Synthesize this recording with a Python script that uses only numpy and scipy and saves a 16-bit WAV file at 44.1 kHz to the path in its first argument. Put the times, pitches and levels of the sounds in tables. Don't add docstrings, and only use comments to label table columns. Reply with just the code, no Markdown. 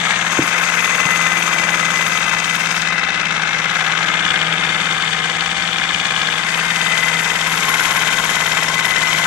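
import sys
import numpy as np
from scipy import signal
from scipy.fft import rfft, irfft
from scipy.io import wavfile
from scipy.ndimage import uniform_filter1d

SR = 44100
rng = np.random.default_rng(int(sys.argv[2]) if len(sys.argv) > 2 else 0)


def generate_wav(signal):
    frames = np.transpose(np.atleast_2d(signal))
    scaled = np.clip(frames, -1, 1) * 32767
    pcm = np.round(scaled).astype(np.int16)
    wavfile.write(sys.argv[1], SR, pcm)


N = 408366
FFT_SIZE = 8192
HZ = np.arange(FFT_SIZE // 2 + 1) * SR / FFT_SIZE


# (phase [cycles], level at each viewpoint [dB])
BLOCK_IMPACTS = [(-0.108, 0.9, 3.9, 9.6, 1.0, 7.5, 10.0), (-0.048, 7.8, 7.8, 7.7, 6.8, 5.1, 6.6),
                 (0.067, 3.2, 3.0, 6.8, -0.7, -3.2, 3.7), (0.125, -8.9, -6.6, 3.4, 2.2, 2.9, 5.7),
                 (0.207, 7.4, 4.1, 8.4, 4.4, 4.9, 7.8), (0.267, 4.2, -1.3, 6.4, 10.1, 1.4, 7.1),
                 (0.317, 1.7, -10.1, -20.0, -20.0, -0.1, -0.3), (0.5, 0.1, -3.5, 0.6, 2.6, -4.0, 0.7),
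                 (0.551, 4.7, 1.5, 4.6, 0.7, -2.3, -4.3), (0.602, 9.2, 6.1, 8.5, 6.5, 4.4, 4.2),
                 (0.694, -1.7, -1.7, 0.9, 2.3, -3.6, 0.4), (0.852, -20.0, -0.3, -7.5, -20.0, -0.7, 3.4)]
# (frequency [Hz], gain [dB])
BLOCK_SPECTRA = [
    [(140, -45), (230, -19), (499, -16.5), (562, -21), (761, -6), (1010, -6.5), (1280, -1), (2400, -5),
     (3120, -34), (5280, -120)],
    [(140, -49), (230, -20.5), (361, -23), (562, -20), (1270, -3.5), (1900, -8.5), (1990, 3.5),
     (2400, -14.5), (3120, -22), (5280, -120)],
    [(140, -45), (230, -14), (280, -24), (312, -25.5), (754, -11.5), (1130, -8.5), (1510, 1.5), (2400, -7),
     (3120, -29), (5280, -120)],
    [(140, -58), (230, -20.5), (485, -19), (684, -13), (761, -8.5), (1000, -11), (1590, -0.5), (2400, -4),
     (3120, -19), (5280, -120)],
    [(140, -60), (230, -23), (475, -20), (732, -14), (1060, -5.5), (1160, -5), (2090, 0), (2400, -7),
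     (3120, -15), (5280, -120)],
    [(140, -46), (230, -17), (530, -17), (1030, -2.5), (1170, -10.5), (1500, 3), (1620, -1), (2400, -3),
     (3120, -22), (5280, -120)],
]
# (frequency [Hz], width [Hz], gain at each viewpoint [dB])
CASTING_MODES = [(318, 41, -10, 1.5, 7, 5, -1, -1), (496, 28, 10, 1.5, 0.5, 2, 11, 4.5),
                 (797, 35, 4, 3.5, 3, 3.5, 2, 1.5), (1078, 51, 8.5, 9, 6, 7, 12, 8.5),
                 (1108, 100, -6, -7, -3, -0.5, -13, 0.5), (1288, 55, 6, -1, 2, 1.5, -2, 0),
                 (1653, 100, 11, 2, 0.5, 3, -2, 0.5), (2144, 16, 15, -3, 12.5, 4, 1, 1),
                 (2334, 25, 13, 13.5, 6, 6, 8, -3), (1256, 44, 1, 5, 4.5, 6, 6.5, 8),
                 (1550, 150, -1, 5, 0.5, 2.5, 4, 2), (1820, 26, 9, 14, -14, -0.5, 6, -1.5),
                 (1908, 51, 3, -27, -10, -13, -11, -11), (2120, 48, 5.5, 3, 5.5, 9.5, 8, 8)]
# (time [s], level [dB])
PLATE_LEVEL = [(0, -34), (.55, -31), (.69, -23.5), (.8, -28), (1.0, -21), (1.2, -20), (1.33, -22),
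               (1.41, -26), (1.7, -23.5), (1.99, -20.5), (2.15, -26), (2.4, -26.5), (2.55, -24),
               (2.71, -33), (2.9, -24), (3.45, -35), (3.85, -25), (4.1, -32), (5.0, -34), (6.2, -30),
               (6.6, -30), (6.85, -24.5), (7.05, -18.5), (7.4, -26), (7.6, -31), (8.1, -27), (8.7, -25),
               (9.03, -19.5), (9.26, -23)]

def block(cycles, block_db, plate_hz=2032, plate_width_hz=14):
    knocks = impacts(cycles, BLOCK_IMPACTS, spread_db=1, click_db=11, steady_db=-3.5,
                     rise_s=.0028, t60=.024, repeats=from_db(-11) * cyclic_noise(cycles))
    shaking = rng.standard_normal((2, N)) + from_db(-5) * cyclic_noise(cycles, memory=.9)
    force = knocks + butterworth(shaking, 2, 750, "low")
    low_trim_db = -4 / (1 + (HZ / 950) ** 3)
    body = radiate(force, with_peaks(BLOCK_SPECTRA, CASTING_MODES) + low_trim_db)
    radius, angle = np.exp(-np.pi * plate_width_hz / SR), 2 * np.pi * plate_hz / SR
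    ring = signal.lfilter([1, 0, -1], [1, -2 * radius * np.cos(angle), radius ** 2], force[0])
    ring = unit_rms(ring / uniform_filter1d(ring ** 2, SR // 16) ** .38)
    ring_db = in_time(PLATE_LEVEL)[0] + 1.4 * drift(3.9)
    return from_db(block_db + 2) * body + from_db(ring_db) * ring * from_db([[4], [-12.5]])


# (phase [cycles], level at each viewpoint [dB])
VALVE_IMPACTS = [(-0.088, 4.0, 4.0, 3.0, 7.0, 4.0, 2.0), (-0.03, 5.8, 5.9, 6.7, 2.1, 5.3, 5.4),
                 (-0.005, 9.6, 7.6, 9.3, 14.2, 9.1, 4.9), (0.015, 4.8, -3.7, 7.7, -20.0, 7.3, 8.5),
                 (0.075, 0.2, -1.5, -19.9, 0.3, -5.3, 0.0), (0.195, 2.7, -1.8, 2.1, 7.4, 3.3, 4.7),
                 (0.229, 2.9, 2.9, 4.7, -0.9, -0.7, -9.4), (0.53, 4.6, 3.3, 4.7, 9.7, 5.8, 5.1),
                 (0.655, -3.3, -1.4, 1.2, 3.0, -0.2, 0.3), (0.69, 2.5, -5.2, 3.6, 6.0, 2.9, 5.0),
                 (0.73, -0.7, 3.0, 0.4, 0.5, 0.3, -22.0), (0.8, 0.0, 1.0, 0.0, 5.0, 2.0, 5.0)]
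# (frequency [Hz], gain [dB])
VALVE_SPECTRA = [
    [(1290, -23), (2200, 5.5), (2400, -2), (2500, 3), (3100, 0), (3360, 0), (3580, 1), (4600, -8),
     (5980, -32), (10100, -120)],
    [(1290, -43), (2200, -4), (2600, -1), (2950, -12), (3220, -7.5), (3650, -7), (4030, -25), (4600, -19),
     (5980, -30), (10100, -120)],
    [(1290, -40.5), (2200, -3.5), (2410, -7), (2620, 1.5), (3060, -7.5), (3550, -7), (3830, -8),
     (4600, -19), (5980, -35), (10100, -120)],
    [(1290, -24), (2200, -8), (2460, 5.5), (2590, -11), (2980, 4), (3470, 0), (3930, -14.5), (4600, -15.5),
     (5980, -13), (10100, -120)],
    [(1290, -27), (2200, -14), (2580, 1.5), (2860, -6), (3130, -4), (3640, -0.5), (4140, -18), (4600, -8.5),
     (5980, -41), (10100, -120)],
    [(1290, -33.5), (2200, 0), (2560, -9), (2760, -7), (3200, -1), (3460, -4), (3760, -7), (4600, -17.5),
     (5980, -24), (10100, -120)],
]
# (frequency [Hz], width [Hz], gain at each viewpoint [dB])
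UPPER_MODES = [(2560, 110, -7, 0, 1.5, -4, -1, 6.5), (2830, 100, -3, 1, -8, 0, -5, -1),
               (3150, 76, 2, 4, 4.5, -5, 4, 3.5), (3420, 100, 3, -3, -4, 4.5, -10, -5.5),
               (3680, 400, 1.5, 2, 4, 8.5, -0.5, 3.5), (5460, 98, -8, 3, -11, -5, 0, 5),
               (6480, 440, 0.5, 10.5, -2.5, -0.5, 7.5, -1), (11270, 900, 3, -3, -17, 3, 12, 11.5)]
VALVE_LEVELS = [-24.5, -25.5, -26.5, -24.5, -26.5, -25.5]

def valve_gear(cycles, block_db):
    pattern = from_db(2) * cyclic_noise(cycles, memory=.88, size=600)
    ticks = impacts(cycles, VALVE_IMPACTS, spread_db=.7, click_db=16, steady_db=-6,
                    rise_s=.0015, t60=.019, repeats=pattern)
    level_db = by_viewpoint(VALVE_LEVELS) + .54 * (block_db + 23.5)
    return from_db(level_db + .83) * radiate(ticks, with_peaks(VALVE_SPECTRA, UPPER_MODES))


# (frequency [Hz], decay time T60 [s], level at each viewpoint [dB])
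PART_MODES = [(4110, 0.036, -38, -44, -30, -30, -40, -36), (4400, 0.027, -40, -42, -38, -25, -34, -34),
              (5390, .035, -41, -37.5, -35, -39, -32, -26.5), (6020, .025, -27, -29, -35.5, -33, -38, -38)]

def small_parts(cycles, strike_phase=-.012, spread_db=3.5):
    strikes = np.interp(np.arange(1, int(cycles[-1])) + strike_phase, cycles, np.arange(N)).astype(int)
    rings = np.zeros(N)
    for hz, t60, *levels_db in PART_MODES:
        strike_db = by_viewpoint(levels_db)[strikes] + spread_db * rng.standard_normal(len(strikes))
        clicks = np.full(N, 1e-18)
        clicks[strikes] = from_db(strike_db) * rng.choice([-1, 1], len(strikes))
        radius, angle = from_db(-60 / (t60 * SR)), 2 * np.pi * hz / SR
        rings += signal.lfilter([0, np.sin(angle)], [1, -2 * radius * np.cos(angle), radius ** 2], clicks)
    return rings * from_db([[4.5], [-9]])


# (phase [cycles], level at each viewpoint [dB])
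HISS_SWELLS = [(-0.075, 7.8, 5.5, 12.0, 5.4, 6.2, 8.1), (0.005, 9.5, 6.7, 11.6, 4.9, 7.3, 9.0),
               (0.085, 3.8, 7.7, 4.7, 4.1, 4.4, 5.2), (0.12, 9.0, 6.1, -20.0, -20.0, -5.3, 4.2),
               (0.205, 8.5, 6.0, 10.7, 1.5, 5.2, 5.3), (0.259, 3.8, -0.9, 7.2, 8.3, -3.4, -9.8),
               (0.345, 4.2, 1.0, 3.1, -1.0, 0.9, 2.9), (0.495, -20.0, -20.0, 6.0, -6.2, -8.1, 2.0),
               (0.55, 5.0, 1.9, -20.0, -0.5, 3.2, 3.5), (0.645, 2.4, -2.8, 3.9, 1.6, 0.6, 2.6),
               (0.74, 5.5, 2.8, 3.6, 2.6, 4.2, 5.5), (0.8, 5.9, 4.0, -10.8, -5.2, 1.3, -1.8)]
TREBLE_SWELLS = [(-0.08, -9.5, -9.5, 0, -11.0, -12.5, -12.5), (-0.01, -5.5, -7, -4.5, -10.5, -6.5, -6.5),
                 (0.08, 7, 7, 5, 5, 8, 10.5), (0.21, -10.0, -10.5, -9.5, -12.0, -12.5, -12.0),
                 (0.29, -9.5, -8.0, -7.5, -8.5, -10.0, -10.0), (0.38, -8.0, -1, -7.0, 5, 1, 0),
                 (0.53, 4, -4, -9.0, -6.5, -7.5, -9.5), (0.61, -8.0, -8.5, -8.0, -6.5, 2.0, -7.5),
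                 (0.71, 2.5, -7, -4, 7, 4, 4), (0.8, 1.5, -3, 9, 1, -4.5, -4.5)]
# (frequency [Hz], gain [dB])
HISS_SPECTRA = [
    [(2350, -26), (4000, -3), (5390, -3.5), (5850, 3), (6530, 2.5), (7530, -1), (8190, -1.5), (10000, -18),
     (13000, -57), (22000, -120)],
    [(2350, -33), (4000, -4.5), (5090, -5), (6430, -2), (7140, -7), (7980, -1), (8550, -12), (10000, -14),
     (13000, -42), (22000, -120)],
    [(2350, -40), (4000, -9), (4850, -1.5), (6010, 0), (7760, -9), (8160, -11.5), (9120, -11), (10000, -26),
     (13000, -40), (22000, -120)],
    [(2350, -27), (4000, -12), (4500, -2), (4750, -7), (5390, -5.5), (6190, -4), (7950, -7), (10000, -21),
     (13000, -67), (22000, -120)],
    [(2350, -23), (4000, -1), (4160, -3), (4570, -1), (5050, 1), (6560, -2), (8130, 0), (10000, -11),
     (13000, -67), (22000, -120)],
    [(2350, -6.5), (4000, -6.5), (4420, -2.5), (5390, -2.5), (5820, -0.5), (6580, 3), (9330, -9.5),
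     (10000, -18), (13000, -37), (22000, -120)],
]
TREBLE_SPECTRUM = [(7000, -42), (9200, -0.5), (10000, -4), (11700, -3), (12100, -11), (14400, -4.5),
                   (15200, -11)]
HISS_LEVELS = [-29.5, -30.5, -31, -31, -32, -30.5]
HISS_FLOOR = [0.5, 0.5, -1.5, 1.0, 1, 0.5]

def air_and_water(cycles, treble_db):
    main = impacts(cycles, HISS_SWELLS, spread_db=1.8, click_db=4, steady_db=by_viewpoint(HISS_FLOOR),
                   rise_s=.0045, t60=.015)
    top = impacts(cycles, TREBLE_SWELLS, spread_db=2.5, click_db=-5, steady_db=-3, rise_s=.0027, t60=.025)
    main = radiate(main, with_peaks(HISS_SPECTRA, UPPER_MODES))
    top = radiate(top, with_peaks([TREBLE_SPECTRUM] * len(HISS_SPECTRA), UPPER_MODES))
    main_db = by_viewpoint(HISS_LEVELS) + .3 * (treble_db + 44)
    return from_db(main_db + .74) * main + from_db(treble_db + 2 * drift(10)) * top


# (multiple of the cycle rate, relative level [dB])
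HARMONICS = [(1, -62), (2, -52.5), (3, -77), (4, -57.5), (5, -75), (6, -55.5), (7, -55.5), (8, -50.5),
             (9, -33.5), (10, -42), (11, -46.5), (12, -52.5), (13, -85), (14, -65), (15, -72), (16, -58),
             (17, -51), (18, -56), (20, -87), (22, -57.5), (24, -52), (26, -47.5), (28, -51.5), (32, -50),
             (35, -47), (38, -48.5), (42, -47.5)]
HARMONIC_GAINS = {2: [-3, -3, 0, -3, 1, 1], 4: [-1, -4, 0, 2.5, -7, -14], 26: [1, 3.5, -2.5, 5.5, 0.5, -1],
                  32: [7, 12, -26, -13, -5, -19], 35: [-2, 0, -10, 1, -13, -5], 38: [-3, 2, 1, -1.5, -4,
                  10.5], 42: [-3, -6, -3, 9, 3, -0.5]}
HUM_LEVELS = [-34.5, -34, -36.5, -36.5, -34.5, -36]
RUMBLE_LEVELS = [-42.5, -44, -45.5, -42.5, -46.5, -45]

def exhaust(cycles, puff_phase=.243, waver_db=3.5):
    step = 10
    phase = (cycles + .003 * drift(5.7))[::step] - puff_phase
    loudest_db = max(level_db for _, level_db in HARMONICS)
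    hum = 0
    for k, level_db in HARMONICS:
        weakness = min((loudest_db - level_db) / 20 + .48, 1)
        midrange = min(k / 8.8, 1, 16 / k)
        gain_db = level_db - loudest_db + waver_db * weakness * midrange * drift(6, step)
        gain_db += by_viewpoint(HARMONIC_GAINS.get(k, np.zeros(6)), step)
        lag = np.pi * (k > 8.5)
        hum += from_db(gain_db) * np.cos(2 * np.pi * k * phase + lag)
    hum = np.interp(np.arange(N) / step, np.arange(len(hum)), hum)
    hum = np.sqrt(2) * from_db(by_viewpoint(HUM_LEVELS)) * hum * from_db([[.8], [-.8]])
    mid, side = butterworth(rng.standard_normal((2, N)), 2, (55, 245), "band")
    rumble = unit_rms(mid + .47 * side * [[1], [-1]])
    return hum + from_db(by_viewpoint(RUMBLE_LEVELS)) * rumble


# (time [s], level [dB], frequency [Hz], decay time T60 [s])
CASE_TAPS = [(.3903, -3.5, 300, .036), (1.057, -20, 160, .09)]

def case_taps():
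    out, t = np.zeros(N), np.arange(SR // 10) / SR
    attack = 1 - np.exp(-t / .0008)
    for start_s, level_db, hz, t60 in CASE_TAPS:
        phase = hz * (t + .0006 * (1 - np.exp(-t / .001)))
        ring = from_db(-60 * t / t60) * np.sin(2 * np.pi * phase)
        knock = .22 * from_db(-110 * t / t60) * np.sin(2 * np.pi * 1.55 * hz * t)
        thud = .17 * from_db(-60 * t / .13) * np.sin(2 * np.pi * 140 * t)
        for delay_s, rebound_db in [(0, 0), (.012, -16), (.0215, -17), (.032, -15), (.049, -19)]:
            at = int((start_s + delay_s) * SR)
            out[at:at + len(t)] -= from_db(level_db + 3 + rebound_db) * attack * (ring + knock + thud)
    return butterworth(out, 2, 75, "high")


def impacts(cycles, contacts, spread_db, click_db, steady_db, rise_s, t60, repeats=0):
    table = np.array(contacts)
    cycle_numbers = np.arange(int(cycles[-1]) + 2)[:, None]
    scatter = rng.standard_normal((len(cycle_numbers), len(table), 2))
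    phases = cycle_numbers + table[:, 0] + .004 * scatter[..., 0]
    onsets = np.interp(phases, cycles, np.arange(N), left=-1, right=-1).astype(int)
    viewpoint = in_time(MIC_PATH)[0][onsets]
    level_db = sum(nearness(viewpoint, k) * column for k, column in enumerate(table[:, 1:].T))
    clicks = np.zeros(N)
    clicks[onsets[onsets > 0]] = from_db(level_db + spread_db * scatter[..., 1])[onsets > 0]
    rattle_power = signal.lfilter([1], [1, -from_db(-120 / (t60 * SR))], clicks ** 2 + 1e-18)
    rattle_power = uniform_filter1d(rattle_power, int(rise_s * SR) + 1)
    power = np.abs(rattle_power) + from_db(2 * (steady_db + 2.14 * drift(44)))
    return np.sqrt(power) * (rng.standard_normal((2, N)) + repeats) + from_db(click_db) * clicks


def cyclic_noise(cycles, memory=.797, size=160):
    fresh = rng.standard_normal((2, int(cycles[-1]) + 60, size))
    patterns = signal.lfilter([np.sqrt(1 - memory ** 2)], [1, -memory], fresh, axis=1)
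    patterns = patterns[:, 50:].reshape(2, -1)
    return np.array([np.interp((cycles + 1) * size, np.arange(len(p)), p) for p in patterns])


# (time [s], viewpoint [0-5])
MIC_PATH = [(0, -0.5), (.5, 1.5), (1.0, 1), (2.5, 1.5), (3.0, 2), (4.1, 2.5), (4.5, 3.5), (6.25, 3),
            (6.55, 4), (7.5, 4.5), (7.75, 5), (9.26, 5)]
# (frequency [Hz], left minus right [dB])
PORT_SHADOW = [
    [(60, 2.5), (120, 4), (240, 2.0), (470, 2), (940, 2), (1880, 11), (3740, 13), (7440, 17), (14800, -15)],
    [(60, 3.0), (120, 0), (240, 7), (470, -1), (940, 4), (1880, 14), (3740, 13.5), (7440, 14.5),
     (14800, -2)],
    [(60, 4), (120, 4), (240, 0), (470, 2), (940, 2.5), (1880, 14.5), (3740, 11), (7440, 16), (14800, -9)],
    [(60, -1), (120, -10), (240, -1), (470, 0), (940, 2.5), (1880, 9), (3740, 16.5), (7440, 16.5),
     (14800, -19)],
    [(60, 11), (120, 1.5), (240, 4), (470, 0), (940, 4), (1880, 12.5), (3740, 14), (7440, 13.5),
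     (14800, -7)],
    [(60, 9), (120, 9), (240, 3.5), (470, 1), (940, 6), (1880, 11.5), (3740, 13), (7440, 13), (14800, -5)],
]
# (frequency [Hz], coherence [0-1], phase lead [rad])
PORT_COHERENCE = [(30, .4, 0), (70, 0.3, 0), (160, 1, 0.089), (500, 0.92, 0.33), (1030, 0.75, 0),
                  (2020, 0.8, 1.7), (4000, 0.4, 1.65), (14000, .22, 1.4)]

def radiate(source, gains_db, ahead=256):
    viewpoint, out = in_time(MIC_PATH)[0], np.zeros((2, N))
    coherence = np.clip(at_hz(PORT_COHERENCE, HZ), 0, 1)
    lead = np.exp(1j * at_hz(PORT_COHERENCE, HZ, column=2))
    for k, gain_db in enumerate(gains_db):
        share = nearness(viewpoint, k)
        first, last = np.flatnonzero(share)[[0, -1]]
        shade = from_db(-at_hz(PORT_SHADOW[k], HZ))
        response = minimum_phase(gain_db - 10 * np.log10(1 + shade ** 2))
        paths = [response, response * shade * coherence * lead,
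                 response * shade * np.sqrt(1 - coherence ** 2)]
        impulses = np.roll(irfft(paths, FFT_SIZE), ahead, axis=1)[:, :FFT_SIZE // 4]
        heard = signal.oaconvolve(source[[0, 0, 1], first:last] * share[first:last], impulses, axes=1)
        left, right_coherent, right_incoherent = heard[:, ahead:ahead + N - first]
        ports = np.array([left, right_coherent + right_incoherent])
        rms = np.sqrt(np.sum(ports.mean(axis=0) ** 2) / np.sum(share ** 2))
        out[:, first:first + len(left)] += ports / rms
    return out


def nearness(viewpoint, k):
    return np.clip(1 - np.abs(viewpoint - k), 0, 1)


def by_viewpoint(levels_db, step=1):
    viewpoint = np.interp(np.arange(0, N, step) / SR, *np.transpose(MIC_PATH))
    return np.interp(viewpoint, np.arange(len(levels_db)), levels_db)


def with_peaks(spectra, modes):
    peaks_db = sum(np.array(gains_db)[:, None] / (1 + (2 * (HZ - hz) / width_hz) ** 2)
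                   for hz, width_hz, *gains_db in modes)
    return np.array([at_hz(spectrum, HZ) for spectrum in spectra]) + peaks_db


def minimum_phase(gain_db):
    cepstrum = irfft(gain_db * np.log(10) / 20, FFT_SIZE)
    cepstrum[1:FFT_SIZE // 2] *= 2
    cepstrum[FFT_SIZE // 2 + 1:] = 0
    return np.exp(rfft(cepstrum))


def drift(rate_hz, step=1):
    pole = np.exp(-80 * np.pi * rate_hz / SR)
    slow = signal.lfilter([1], [1, -2 * pole, pole ** 2], rng.standard_normal(N // 40 + 2002))[2000:]
    return np.interp(np.arange(0, N, step) / 40, np.arange(len(slow)), unit_rms(slow))


def butterworth(x, order, hz, kind):
    return signal.sosfilt(signal.butter(order, hz, kind, fs=SR, output="sos"), x)


def from_db(db):
    return np.exp(np.asarray(db) * (np.log(10) / 20))


def unit_rms(x):
    return x / np.sqrt(np.mean(np.mean(np.atleast_2d(x), axis=0) ** 2) + 1e-20)


def in_time(rows):
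    times, *columns = np.transpose(rows)
    return [np.interp(np.arange(N) / SR, times, column) for column in columns]


def at_hz(points, hz, column=1):
    table = np.array(points)
    return np.interp(np.log(hz + 1), np.log(table[:, 0]), table[:, column])


# (time [s], speed [rev/min])
CRANK_SPEED = [(0.0, 2257.1), (0.37, 2270.3), (0.74, 2298.2), (1.11, 2271.0), (1.48, 2258.6),
               (1.85, 2240.8), (2.22, 2228.1), (2.59, 2235.3), (2.96, 2216.1), (3.33, 2164.2),
               (3.7, 2153.7), (4.07, 2195.8), (4.44, 2171.9), (4.82, 2175.8), (5.19, 2166.6),
               (5.56, 2246.1), (5.93, 2221.7), (6.3, 2185.8), (6.67, 2236.0), (7.04, 2205.7),
               (7.41, 2193.9), (7.78, 2168.7), (8.15, 2156.7), (8.52, 2163.1), (8.89, 2168.1),
               (9.26, 2150.0)]
# (time [s], block level [dB], top band of the hiss [dB])
PATH_LEVELS = [(0, -15.5, -44), (.15, -23.5, -50), (.45, -21.5, -40), (.9, -22, -40.5), (1.9, -22, -41.5),
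               (2.76, -24.5, -42), (2.94, -25, -64), (3.45, -23.5, -55.5), (3.8, -22.5, -49),
               (4.35, -22, -57.5), (4.85, -23, -52.5), (5.5, -25.5, -57.5), (6.3, -24, -50.5),
               (6.75, -22.5, -45), (7.5, -23, -40.5), (7.8, -21.5, -36.5), (8.1, -22, -37),
               (8.7, -24.5, -41), (9.26, -23.5, -39)]

def scene():
    cycles = -.035 + np.cumsum(in_time(CRANK_SPEED)[0]) / (2 * 60 * SR)
    block_db, treble_db = in_time(PATH_LEVELS)
    clatter = block(cycles, block_db) + valve_gear(cycles, block_db)
    flow = air_and_water(cycles, treble_db) + exhaust(cycles)
    return clatter + flow + small_parts(cycles) + case_taps()


def record(dry, cutoff_hz=15550):
    rounded = dry / (1 + np.abs(dry / .97) ** 4) ** .25
    return signal.sosfilt(signal.cheby2(12, 70, cutoff_hz, fs=SR, output="sos"), rounded)


dry = scene()
out = record(dry)
generate_wav(out)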